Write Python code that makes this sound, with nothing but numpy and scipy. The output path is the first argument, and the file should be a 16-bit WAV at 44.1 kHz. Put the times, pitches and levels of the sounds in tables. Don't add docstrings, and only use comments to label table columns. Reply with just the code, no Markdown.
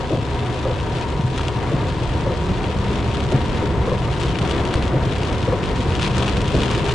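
import sys
import numpy as np
from scipy import signal
from scipy.fft import rfft, irfft, next_fast_len
from scipy.io import wavfile
from scipy.ndimage import map_coordinates

SR = 44100
rng = np.random.default_rng(int(sys.argv[2]) if len(sys.argv) > 2 else 0)


def waveform_to_disk(signal):
    frames = np.transpose(np.atleast_2d(signal))
    scaled = np.clip(frames, -1, 1) * 32767
    samples = np.round(scaled).astype(np.int16)
    wavfile.write(sys.argv[1], SR, samples)


N = 306230

# (time [s], level [dB])
RAIN_LEVEL = [(0, -39.5), (3.9, -39), (5.6, -37), (6.94, -32.5)]
# (middle [s], length [s], change [dB])
RAIN_FLURRIES = [(0.552, 0.12, 1.5), (0.983, 0.11, 3.5), (1.2, 0.16, -2), (1.408, 0.13, 3),
                 (1.847, 0.12, 1.5), (2.954, 0.12, 1.5), (3.31, 0.87, 2), (3.763, 0.19, -2.5),
                 (4.217, 0.19, 3.5), (4.495, 0.24, 4), (4.748, 0.22, 1), (4.947, 0.12, -3.5),
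                 (5.235, 0.37, 1), (5.55, 0.11, -3), (6.045, 0.081, 6.5), (6.22, 0.19, 2.5),
                 (6.61, 0.38, 1), (6.925, 0.074, 0.5)]
FLURRY_EDGE = 8.7
# (frequency [Hz], relative level [dB])
PATTER_SPECTRUM = [(200, -19.5), (600, -11.5), (1200, -0.5), (1600, -2.5), (2100, -5), (2600, 2),
                   (3400, 1.5), (4200, -2.5), (5000, -6.5), (6500, -10.5), (7600, -12.5), (9500, -19),
                   (10500, -24), (11500, -55)]
# (time [s], relative peak [dB], relative left minus right [dB], extra treble [dB])
BIG_DROPS = [(0.345, -26, 3, 7), (0.4626, -20, 2, -2), (0.8009, -18, 2, -4), (0.9851, -22, 2, -2),
             (1.0118, -18, 0, 1), (1.211, -19, 5, -1), (1.3627, -28, 8, -4), (1.378, -13, 4, 2),
             (1.4116, -17, 2, -7), (1.4827, -13, 9, 2), (2.6418, -18, 3, -11), (3.2042, -17.5, 9, 4),
             (3.3209, -15.5, 4, 3), (4.045, -23, 3, -2), (4.203, -22, 9, 8), (4.234, -19, 3, 9),
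             (4.2608, -26, 2, 8), (4.282, -20, 2, 2), (4.3562, -16.5, 10, -12), (4.3877, -12.5, 8, 2),
             (4.4183, -26, 7, 1), (4.4503, -21, 5, 2), (4.496, -17, 8, 3), (4.5048, -22, 1, 9),
             (4.5117, -14, 12, 0), (4.5655, -24, 4, 3), (4.6523, -17.5, 9, 3), (4.709, -20, 4, -5),
             (4.7402, -9, 1, 3.5), (4.7546, -18.5, 8, 3), (4.825, -15, 3, 0), (4.879, -17, 7, 1),
             (5.052, -20, 7, 0), (5.1237, -17, 8, -2), (5.1632, -17, 6, -16), (5.1826, -20, 6, 8),
             (5.233, -15, 2, 4), (5.2503, -20.5, -2, 4), (5.3282, -17, 7, 3), (5.4285, -20, 2, -6),
             (5.4517, -23, 6, 0), (5.6389, -15.5, 5, -6), (5.6576, -19, 5, 2), (5.8056, -20, 7, 6),
             (5.9226, -17, 3, -3), (5.9529, -12.5, 10, -3), (5.9957, -13, 7, -4), (6.0195, -17, 5, 0),
             (6.028, -14, 2, 5), (6.0459, -14.5, 9, 0), (6.0637, -17, 8, 0), (6.0786, -21, 3, 3),
             (6.1674, -18, 7, 1), (6.1813, -12, 12, 5), (6.1897, -17, 4, 1), (6.2236, -24, -2, 11),
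             (6.2802, -11, 8, 1), (6.2825, -19, 1, -10), (6.2873, -14.5, 4, -5), (6.3688, -15, -3, 0),
             (6.4165, -16.5, 2, 8), (6.4787, -17, 2, 9), (6.5386, -27, 3, 3), (6.5522, -17, -1, 5),
             (6.6052, -16, 7, -1), (6.6194, -20, 4, 3), (6.6331, -11, 5, 1), (6.694, -22, 5, -5),
             (6.713, -12.5, 4, 6), (6.7495, -13.5, 5, -5), (6.7768, -19, 7, 3), (6.887, -17, 8, 7),
             (6.903, -21, 6, -3), (6.9127, -14, 5, -3), (6.92, -20, 5, -6)]
# (time [s], level [dB], pitch [Hz])
PANEL_KNOCKS = [(1.3783, -22, 1250), (1.3948, -12, 1220), (4.7411, -10, 1150), (6.368, -17, 1200)]

# (time [s], rub [dB], thud [dB], shudder [dB])
WIPER_TURNS = [(0.103, -17.5, -16, -24), (1.711, -18, -11.5, -32), (3.317, -18, -7.5, -27),
               (4.927, -20, -10, -27.5), (6.533, -17, -20, -26)]
# (frequency [Hz], relative level [dB])
SHUDDER_SPECTRUM = [(60, -27), (130, -1), (300, -1.5), (600, -2.5), (850, -17), (2000, -47), (5000, -100)]
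# (time [s], level [dB], starting pitch [Hz], hold before release [s])
BLADE_FLIPS = [(0.654, -16, 537, 0.015), (0.699, -19.5, 518, .023), (2.265, -17.5, 542, 0.015),
               (2.306, -18.5, 520, .023), (3.873, -16, 520, 0.013), (3.918, -15, 521, .017),
               (5.478, -17.5, 538, 0.012), (5.523, -14.5, 513, .015)]
# (frequency [Hz], relative level [dB])
SCUFF_SPECTRUM = [(150, -30), (350, 3.5), (600, 1.5), (800, -8), (1300, -12), (2500, -45), (5000, -100)]
LIP_ROUGHNESS = 0.38
LIP_EASE_DB_PER_S, LIP_RISE_S = 105, 0.0009

# (time [s], hum pitch [Hz])
HUM_PITCH = [(0, 110), (1.1, 119.6), (2.0, 163.5), (2.8, 194.5), (3.2, 202.9), (3.65, 211.9), (4.15, 173.3),
             (4.8, 183), (5.5, 180.8), (6.0, 191.7), (6.94, 205.6)]
# (frequency [Hz], relative level [dB])
CABIN_BOOM = [(110, -37), (143, -33.5), (166, -35.5), (182, -36), (193, -28.5), (208, -36), (240, -67),
              (325, -40), (355, -35), (385, -46.5), (411, -36), (425, -46)]
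# (time [s], level [dB], pitch [Hz])
ROAD_BUMPS = [(0.191, -17, 117), (0.344, -16, 91), (1.193, -11.5, 151), (1.244, -11, 118),
              (2.508, -10.5, 99), (4.412, -14, 158), (4.755, -10.5, 68.5), (5.885, -13, 107)]

# (frequency [Hz], relative level [dB])
RUMBLE_SPECTRUM = [(12, -29), (25, -9), (33, -13), (42, -3.5), (52, -5), (64, 2.5), (76, 0.5), (90, -2),
                   (115, -2), (150, -4), (190, -13), (260, -14), (340, -38), (570, -120)]
CRUISE_HZ, RUMBLE_AT_CRUISE_DB, RUMBLE_DB_PER_DOUBLING = 187, -23, 5
# (frequency [Hz], relative level [dB])
DRONE_SPECTRUM = [(120, -7.5), (200, -4.5), (270, -2), (350, 0), (450, -2), (600, -8), (740, -8),
                  (830, -14), (1050, -10.5), (1400, -16), (2200, -19), (5000, -55.5)]
# (time [s], level [dB])
DRONE_SWELL = [(0, -28), (1.8, -28), (3.6, -26), (4.7, -26.5), (5.9, -25.5), (6.94, -24.5)]
# (centre [Hz], half-width at half amplitude [Hz], level [dB])
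TYRE_RESONANCES = [(123.6, 5.4, -32.5), (413.3, 10.5, -41), (513, 28, -43.5), (740, 30, -43),
                   (916, 18.6, -40), (969, 33, -39)]

# (frequency [Hz], left-right correlation [-1 to 1])
STEREO_LIKENESS = [(30, .85), (60, .9), (150, .945), (490, .89), (1380, .79), (3900, .58), (11200, .73)]
# (frequency [Hz], left minus right [dB])
STEREO_LEAN = [(30, -3), (60, -1), (110, 0.5), (190, 1.7), (340, 1), (610, 2.5), (1090, 4), (1960, 3.5),
               (3500, 3.5), (6250, 2), (11200, 0.5)]
TOP_HZ = 11600


def amp(db):
    return 10 ** (np.asarray(db) / 20)


def unit(x):
    return x / np.sqrt(np.mean(x ** 2) + 1e-20)


def along(points, hz):
    f, v = np.transpose(points)
    return np.interp(np.log(hz + 1), np.log(f + 1), v)


def curves(rows):
    s, *cols = np.transpose(rows)
    return [np.interp(np.arange(N) / SR, s, c) for c in cols]


def wobble(knots_per_s):
    knots = rng.standard_normal(int(N * knots_per_s / SR) + 4)
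    return map_coordinates(knots, [np.arange(N) * knots_per_s / SR])


def filtered(x, response):
    m = next_fast_len(N + SR // 2)
    return irfft(rfft(x, m) * response(np.fft.rfftfreq(m, 1 / SR)), m)[..., :N]


def causal(points, size=2048):
    cepstrum = irfft(np.log(amp(along(points, np.fft.rfftfreq(size, 1 / SR)))))
    cepstrum[1:size // 2] *= 2
    cepstrum[size // 2 + 1:] = 0
    return irfft(np.exp(rfft(cepstrum)))


def rush(gain):
    def mid_side_gain(hz):
        angle = np.arccos(np.clip(along(STEREO_LIKENESS, hz), -1, 1)) / 2
        return gain(hz) * np.array([np.cos(angle), np.sin(angle)])

    mid, side = filtered(rng.standard_normal((2, N)), mid_side_gain)
    return unit(np.array([mid + side, mid - side]))


def burst(points, t):
    spectrum = rfft(rng.standard_normal(len(t))) * amp(along(points, np.fft.rfftfreq(len(t), 1 / SR)))
    return unit(irfft(spectrum, len(t)))


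def sine(hz, t):
    return np.sin(2 * np.pi * hz * t)


def swell(t, peak_s):
    return t / peak_s * np.exp(1 - t / peak_s)


def add(track, s, sound):
    part = track[..., max(round(s * SR), 0):][..., :sound.shape[-1]]
    part += sound[..., :part.shape[-1]]


def rain(drops_per_s=340, size_db=2.0, coarsening_per_db=0.04, patter_db=0, wash_db=-4.0,
         wash_follow=0.43, colour_db=8, usual_treble_db=-4.5, spots=60):
    level_db = shower()
    surge_db = level_db - level_db.mean()
    patter = np.zeros((2, N))
    for brightness in np.linspace(-1, 1, spots):
        glass = pane(usual_treble_db + colour_db * brightness)
        sound = splat(glass, snap=13, tick_t60_s=0.03, ring=0.9, ring_t60_s=0.004)
        lands = np.flatnonzero(rng.random(N) < drops_per_s / spots / SR)
        heft = np.minimum(rng.exponential(size=N)[lands], 2.8) - 1
        sizes = amp(size_db * heft * np.exp(coarsening_per_db * surge_db[lands]))
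        for sample, size in zip(lands, sizes):
            add(patter, sample / SR, size * sound)
    spray_db = level_db.mean() + wash_follow * surge_db + wash_db
    spray = amp(spray_db) * rush(lambda hz: amp(along(PATTER_SPECTRUM, hz)))
    return amp(level_db + patter_db) * unit(patter) + spray


def shower():
    t = np.arange(N) / SR
    level_db = curves(RAIN_LEVEL)[0]
    for middle_s, length_s, change_db in RAIN_FLURRIES:
        level_db = level_db + change_db * np.exp(-np.abs(2 * (t - middle_s) / length_s) ** FLURRY_EDGE)
    return level_db


def splat(glass, snap, tick_t60_s, ring, ring_t60_s, ring_hz=2400, scatter=0.38,
          cabin_db=-15, cabin_t60_s=0.06, spread_db=11.5):
    t = np.arange(SR // 20) / SR
    pitch, place = rng.standard_normal(2)
    tick = rng.standard_normal(len(t)) * amp(-60 * t / tick_t60_s) + snap * (t == 0)
    tone = ring * sine(ring_hz * np.exp(scatter * pitch), t) * amp(-60 * t / ring_t60_s)
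    cabin = rng.standard_normal((2, len(t))) * amp(cabin_db - 60 * t / cabin_t60_s)
    pan = amp(spread_db * place * np.array([[.5], [-.5]]))
    return unit(signal.fftconvolve((tick + tone + cabin) * pan, glass[None], axes=1))


def pane(treble_db, treble_hz=4800):
    return causal([(hz, db + treble_db / (1 + (treble_hz / hz) ** 4)) for hz, db in PATTER_SPECTRUM])


def big_drops(drop_db=-0.16, snap=11, tick_t60_s=0.03, ring_hz=3100, echo_s=0.0021, echo_db=-9):
    out = np.zeros((2, N))
    usual_pan_db = np.mean([pan_db for s, db, pan_db, treble_db in BIG_DROPS])
    for s, db, pan_db, treble_db in BIG_DROPS:
        smack = splat(pane(treble_db), snap=snap, tick_t60_s=tick_t60_s, ring_hz=ring_hz, ring=1.2,
                      ring_t60_s=0.003, scatter=0.15, cabin_db=-16, spread_db=0)
        smack = smack / np.abs(smack.mean(0)).max()
        smack = amp(db + drop_db + (pan_db - usual_pan_db) * np.array([[.5], [-.5]])) * smack
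        add(out, s, smack)
        add(out, s + echo_s, amp(echo_db) * smack)
    return out


def panel_knocks(t60_s=0.0088, rise_s=0.0002):
    out, t = np.zeros(N), np.arange(SR // 30) / SR
    for s, db, hz in PANEL_KNOCKS:
        add(out, s, amp(db - 60 * t / t60_s) * (1 - np.exp(-t / rise_s)) * sine(hz, t))
    return out


def roof(drops_per_s=11, thud_db=-18, size_db=0.0, thud_s=0.0022):
    out, t = np.zeros(N), np.arange(-SR // 50, SR // 50) / SR
    lands = np.flatnonzero(rng.random(N) < drops_per_s / SR)
    for sample, (size, width) in zip(lands, rng.standard_normal((N, 2))[lands]):
        u = t / (thud_s * np.exp(0.32 * width))
        push = (u ** 2 - 1) * np.exp(-u ** 2 / 2)
        add(out, sample / SR, amp(thud_db + size_db * min(size, 1.5)) * push)
    return out


def wiper_turns(rub_s=0.0423, slip_hz=420, slowing_per_s=13, jitter=0.18, scrape_hz=570, scrape=0.44,
                thud_after_s=0.028, thud_hz=130, thud_rise_s=0.0063, knock_after_s=0.04, knock_hz=290,
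                knock_db=-4, knock_rise_s=0.00065, shudder_rise_s=0.018):
    out, t = np.zeros(N), np.arange(SR // 6) / SR
    for s, rub_db, thud_db, shudder_db in WIPER_TURNS:
        stick, grip = wobble(250.2)[:2 * len(t)].reshape(2, -1)
        judder_hz = slip_hz * np.exp(-slowing_per_s * t + jitter * stick)
        judder = np.sin(2 * np.pi * np.cumsum(judder_hz) / SR)
        lip = scrape * grip * sine(scrape_hz, t)
        pressure = np.sqrt(np.abs(np.sin(np.pi * np.minimum(t / rub_s, 1))))
        thud = amp(thud_db) * swell(t, thud_rise_s) * sine(thud_hz, t)
        shudder = amp(shudder_db) * swell(t, shudder_rise_s) * burst(SHUDDER_SPECTRUM, t)
        knock = amp(thud_db + knock_db) * swell(t, knock_rise_s) * sine(knock_hz, t)
        add(out, s, amp(rub_db) * pressure * (judder + lip))
        add(out, s + thud_after_s, thud + shudder)
        add(out, s + knock_after_s, knock)
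    return out


def blade_flips(release_s=0.0036, sag_per_s=2, tap_hz=1050, tap_db=-3, tap_t60_s=0.02, scuff_db=-11,
                scuff_rise_s=0.013, arm_after_s=0.00944, arm_hz=190, arm_db=-1, arm_rise_s=0.00083):
    out, t = np.zeros(N), np.arange(SR // 8) / SR
    for s, db, hz, hold_s in BLADE_FLIPS:
        grip, slip = LIP_ROUGHNESS * wobble(202.0)[:2 * len(t)].reshape(2, -1)
        phase = 2 * np.pi * np.cumsum(hz * np.exp(-sag_per_s * t)) / SR + slip
        held = (1 - np.exp(-t / LIP_RISE_S)) * np.exp(-np.maximum(t - hold_s, 0) / release_s)
        chatter = (1 + grip / 2) * held * amp(-LIP_EASE_DB_PER_S * t) * np.sin(phase)
        tap = amp(tap_db - 60 * t / tap_t60_s) * sine(tap_hz, t)
        scuff = amp(scuff_db) * swell(t, scuff_rise_s) * burst(SCUFF_SPECTRUM, t)
        add(out, s, amp(db) * (chatter + tap + scuff))
        add(out, s + arm_after_s, amp(db + arm_db) * swell(t, arm_rise_s) * sine(arm_hz, t))
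    return out


def drivetrain(hum_db=2.0, waver_db=1.5):
    hz, = curves(HUM_PITCH)
    phase = 2 * np.pi * np.cumsum(hz) / SR
    hum = sum(amp(along(CABIN_BOOM, k * hz)) * np.sin(k * phase) for k in (1, 2))
    return amp(hum_db + waver_db * wobble(12)) * hum


def bumps(rise_s=0.0046):
    out, t = np.zeros(N), np.arange(SR // 5) / SR
    for s, db, hz in ROAD_BUMPS:
        add(out, s, amp(db) * swell(t, rise_s) * sine(hz, t))
    return out


def road(tyre_db=0, waver_db=1.1):
    doublings = np.log2(curves(HUM_PITCH)[0] / CRUISE_HZ)
    rumble_db = RUMBLE_AT_CRUISE_DB + RUMBLE_DB_PER_DOUBLING * doublings
    rumble = amp(rumble_db) * rush(lambda hz: amp(along(RUMBLE_SPECTRUM, hz)))
    drone_db = curves(DRONE_SWELL)[0] + waver_db * wobble(14)
    drone = amp(drone_db) * rush(lambda hz: amp(along(DRONE_SPECTRUM, hz)))
    tread = np.zeros((2, N))
    for centre_hz, width_hz, db in TYRE_RESONANCES:
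        tread += amp(db) * rush(lambda hz: 1 / (1 + ((hz - centre_hz) / width_hz) ** 2))
    return rumble + drone + amp(tyre_db) * tread


def scene():
    water = rain() + big_drops() + panel_knocks() + roof()
    wipers = wiper_turns() + blade_flips()
    car = drivetrain() + bumps() + road()
    lean = lambda hz: amp(along(STEREO_LEAN, hz) * np.array([[.5], [-.5]]))
    return filtered(water + wipers + car, lean)


def record(dry):
    return filtered(dry, lambda hz: hz < TOP_HZ)


dry = scene()
out = record(dry)
waveform_to_disk(out)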